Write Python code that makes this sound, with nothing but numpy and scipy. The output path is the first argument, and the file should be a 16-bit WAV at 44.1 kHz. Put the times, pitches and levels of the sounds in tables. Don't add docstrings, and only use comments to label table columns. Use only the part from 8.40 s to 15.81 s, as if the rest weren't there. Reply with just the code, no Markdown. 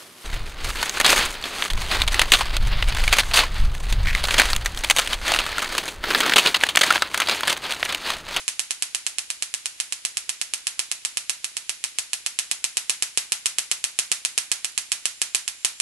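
import sys
import numpy as np
from scipy import signal
from scipy.fft import rfft, irfft, next_fast_len
from scipy.io import wavfile

SR = 44100
rng = np.random.default_rng(int(sys.argv[2]) if len(sys.argv) > 2 else 0)


def wav_out(sig):
    wavfile.write(sys.argv[1], SR, np.round(np.clip(np.atleast_2d(sig).T, -1, 1) * 32767).astype(np.int16))


N = 326781
TOP_HZ = 11620

# (frequency [Hz], relative level [dB])
NOISE_COLOUR = [(25, 1), (60, -3), (150, -14.5), (400, -15.5), (1000, -13.5), (2500, -1.5), (7000, -3.5),
                (11000, -5)]
# (time [s], pitch [Hz], level [dB])
FULL_CHARGE_WHINE = [(0, 7140, -60), (3.5, 7220, -60), (6.2, 7290, -57), (7.3, 7300, -52)]
# (frequency [Hz], relative level [dB])
ROOM_COLOUR = [(100, -15), (300, -15), (520, -17), (720, -10), (1200, -5), (1700, -2.4), (2400, 2.7),
               (3500, 1.8), (5000, 2.6), (7000, 4.7), (9000, 3.3), (11300, 2.1)]
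# (frequency [Hz], time to fall 60 dB [s])
ROOM_T60 = [(300, .3), (1500, .29), (4000, .27), (11000, .24)]
# (frequency [Hz], correlation [-1 to 1])
ROOM_CORRELATION = [(300, -.3), (900, .7), (1700, .55), (3000, .25), (9000, .05)]
# (frequency [Hz], left gain [dB], right gain [dB])
SNAP_COLOUR = [(102.6, -30, -16.5), (373, -4.5, -4), (526, -19, -20), (708, -7.5, -6), (965, -13.5, 7.5),
               (1390, -15, 3), (2020, -10.5, 6.5), (2330, -7, 17), (3740, 4.5, 10), (4890, -4.5, 7),
               (6230, 1.5, 7), (7000, 10, 13.5), (8060, 14.5, 10), (8720, 6, 12.5), (11160, 6.5, 7)]
# (frequency [Hz], width [Hz], left gain [dB], right gain [dB])
RESONANCES = [(720, 110, 5, 6), (1700.0, 130.0, 4.5, 9.7), (2440.0, 130.0, 5.1, 6),
              (2720.0, 130.0, 5.2, -3.4), (2960.0, 130.0, 5.4, 5.2), (3240.0, 220.0, 1, 6),
              (4260.0, 220.0, 5.7, 7.5), (4580.0, 130.0, 3.1, 2.8), (5060.0, 130.0, -1.9, 5.9),
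              (5335.0, 130.0, 1.3, 12.9), (5660.0, 130.0, 0.0, 5.4), (5820.0, 220.0, 6.6, -1.8),
              (6100.0, 220.0, 9.5, 7.8), (7300.0, 130.0, -1.9, 5.2), (7660.0, 220.0, -1.3, 7.1),
              (8160.0, 130.0, -5.3, 4.0), (8320.0, 220.0, 5, 3), (8660.0, 130.0, -2, 5),
              (8880.0, 220.0, 5, 0.1), (9560.0, 130.0, 5.4, 7.8), (10340.0, 350.0, 7.0, 9.4)]
BREAKDOWNS = [0.08, 0.1944, 0.3079, 0.4238, 0.548, 0.6657, 0.7844, 0.9029, 1.024, 1.14, 1.2578, 1.4011,
              1.5241, 1.6508, 1.7709, 1.8932, 2.0145, 2.137, 2.2698, 2.3931, 2.5153, 2.65, 2.7718, 2.8958,
              3.0443, 3.1686, 3.2945, 3.44, 3.5862, 3.7326, 3.8629, 3.989, 4.1138, 4.2422, 4.3705, 4.4963,
              4.624, 4.7745, 4.921, 5.0586, 5.1847, 5.3145, 5.4411, 5.5892, 5.7166, 5.8501, 5.9781, 6.1165,
              6.246, 6.3776, 6.5187, 6.6556, 6.817, 6.948, 7.0787, 7.248, 7.4007]
# (time [s], gain [dB])
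ARC_STRENGTH = [(0.08, 1.0), (0.78, -2.5), (2.9, -1.2), (3.04, -4), (3.44, -3), (3.73, -2.5), (3.99, 2.2),
                (6.12, 1), (6.25, -3.5), (6.52, 0.3), (6.82, -1.3), (6.95, 2.5), (7.08, -5), (7.25, -0.24)]
# (time [s], left minus right [dB])
HAND_DRIFT = [(0, -.8), (3.2, -1.8), (3.7, -0.3), (5.3, -0.1), (6.2, -3), (7.3, -2)]


def amp(db):
    return 10 ** (np.asarray(db) / 20)


def unit_energy(x):
    return x / np.linalg.norm(x, axis=-1, keepdims=True)


def along(points, hz):
    f, *columns = np.transpose(points)
    return np.array([np.interp(np.log(hz + 1), np.log(f + 1), c) for c in columns])


def filtered(x, gain):
    n = x.shape[-1]
    size = next_fast_len(n + SR // 10)
    return irfft(rfft(x, size) * gain(np.fft.rfftfreq(size, 1 / SR)), size)[..., :n]


def minimum_phase(gain, size=8192):
    cepstrum = irfft(np.log(gain(np.fft.rfftfreq(size, 1 / SR)) + 1e-6))
    fold = np.r_[1, np.full(size // 2 - 1, 2), np.zeros(size // 2)]
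    return irfft(np.exp(rfft(cepstrum * fold)))


def in_band(hz):
    return 1 / (1 + (hz / TOP_HZ) ** 100)


def firings():
    times = np.sort(np.ravel(BREAKDOWNS))
    return np.r_[2 * times[0] - times[1], times]


def room_tone(level_db=-46.5):
    colour = lambda hz: amp(along(NOISE_COLOUR, hz)) * (hz < TOP_HZ)
    hiss = filtered(rng.standard_normal((2, N)), colour)
    return amp(level_db) * np.sqrt(N) * unit_energy(hiss)


def low_ticks(lags_s=(.072, .107), spread_s=.006, corner_hz=500):
    fired = firings()[:, None]
    times = fired + lags_s + spread_s * rng.standard_normal(fired.shape)
    samples = np.maximum(np.round(times * SR).astype(int).ravel(), 0)
    impulses = amp(-14) * np.bincount(samples, minlength=N)[:N]
    ticks = filtered(impulses, lambda hz: np.exp(-.5 * (hz / corner_hz) ** 2))
    return np.outer([-.35, 1], ticks)


def converter_whine(sag_hz=650, jitter_hz=400, charge_s=.045, empty_db=-16):
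    t = np.arange(N) / SR
    fired = firings()
    since_spark = t - fired[np.searchsorted(fired, t) - 1]
    empty = np.exp(-since_spark / charge_s)
    times, full_hz, full_db = np.transpose(FULL_CHARGE_WHINE)
    pitch = np.interp(t, times, full_hz) - sag_hz * empty + jitter_hz * rng.standard_normal(N)
    rms = amp(np.interp(t, times, full_db) + empty_db * empty)
    return np.sqrt(2) * rms * np.sin(2 * np.pi * np.cumsum(pitch) / SR)


def room_tail(t, delay_s=.007, rise_s=.0015):
    hz, age, noise = signal.stft(rng.standard_normal((2, len(t))), SR, nperseg=256)
    width_angle = np.arccos(np.clip(along(ROOM_CORRELATION, hz)[0], -1, 1)) / 2
    colour = amp(along(ROOM_COLOUR, hz)) * [np.cos(width_angle), np.sin(width_angle)]
    decay = amp(-60 * age / along(ROOM_T60, hz).T)
    mid, side = signal.istft(noise * colour[:, :, None] * decay, SR, nperseg=256)[1][:, :len(t)]
    onset = 1 - np.exp(-np.maximum(t - delay_s, 0) / rise_s)
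    return unit_energy(np.array([mid + side, mid - side]) * onset)


def resonance_db(hz):
    return sum(np.array([[left], [right]]) / (1 + (2 * (hz - centre) / width) ** 2)
               for centre, width, left, right in RESONANCES)


def snap_gain(hz):
    return amp(along(SNAP_COLOUR, hz) + resonance_db(hz)) * in_band(hz)


def cluster(t, delay_s, t60_s, gain):
    age = t - delay_s
    envelope = (age > 0) * amp(-60 * np.abs(age) / t60_s)
    burst = envelope * rng.standard_normal((2, len(t)))
    return unit_energy(signal.fftconvolve(burst, minimum_phase(gain), axes=1)[:, :len(t)])


def wall_echo(t):
    colour = lambda hz: amp(along(ROOM_COLOUR, hz) + resonance_db(hz) / 2) * in_band(hz)
    return cluster(t, delay_s=.0066, t60_s=.025, gain=colour)


def near_scatter(t):
    return cluster(t, delay_s=.0005, t60_s=.022, gain=snap_gain)


def blend_paths(steady, fresh, share):
    return np.sqrt(1 - share) * steady + np.sqrt(share) * fresh


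def lead_pickup(t, out_s=.0003, back_s=.0016, width_s=.00024):
    sizes = [-.054, .017] + .006 * rng.standard_normal(2)
    bump = lambda at: np.exp(-.5 * ((t - at) / width_s) ** 2)
    return np.outer(sizes, bump(out_s) - bump(back_s))


def crack(t):
    front = minimum_phase(snap_gain)[:, :len(t)]
    for centre_hz, width_hz in [(2900, 1700), (7700, 1900), (10300, 1200)]:
        poles = signal.iirpeak(centre_hz, width_hz, fs=SR)[1]
        front = signal.lfilter(poles[::-1], poles, front)
    left, right = front
    return np.array([np.pad(left, (2, 0))[:len(t)], right])


def spark_levels(fired, usual_wait_s=.14, db_per_doubling=7.5, spread_db=1.02):
    wait = np.diff(fired, prepend=2 * fired[0] - fired[1])
    charge_db = db_per_doubling * np.log2(wait / usual_wait_s)
    arc_db = np.interp(fired, *np.transpose(ARC_STRENGTH))
    return arc_db + charge_db + spread_db * rng.standard_normal(len(fired))


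def sparks(crack_db=-.58, scatter_db=5, echo_db=2, room_db=4):
    t = np.arange(SR // 2) / SR
    early = t[:SR // 40]
    reflections = lambda: amp(scatter_db) * near_scatter(early) + amp(echo_db) * wall_echo(early)
    direct = amp(crack_db) * crack(early)
    steady_early, steady_tail = reflections(), room_tail(t)
    out = np.zeros((2, SR + N + len(t)))
    fired = firings()
    for time, spark_db in zip(fired, spark_levels(fired)):
        snap = amp(room_db) * blend_paths(steady_tail, room_tail(t), share=.38)
        snap[:, :len(early)] += blend_paths(steady_early, reflections(), share=.23)
        balance_db = np.interp(time, *np.transpose(HAND_DRIFT))
        snap *= amp([[balance_db / 2], [-balance_db / 2]])
        swing = amp(spark_db) * lead_pickup(early)
        snap[:, :len(early)] += direct + swing
        start = SR + round(time * SR)
        out[:, start:start + len(t)] += amp(spark_db) * snap
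    return out[:, SR:SR + N]


def scene():
    return sparks() + converter_whine() + low_ticks() + room_tone()


def record(dry):
    ceiling, hardness, bass_hz = .76, 8, 100
    limited = filtered(dry, in_band)
    clipped = limited / (1 + np.abs(limited / ceiling) ** hardness) ** (1 / hardness)
    return filtered(clipped, lambda hz: in_band(hz) * 1j * hz / (bass_hz + 1j * hz))


dry = scene()
out = record(dry)
wav_out(out)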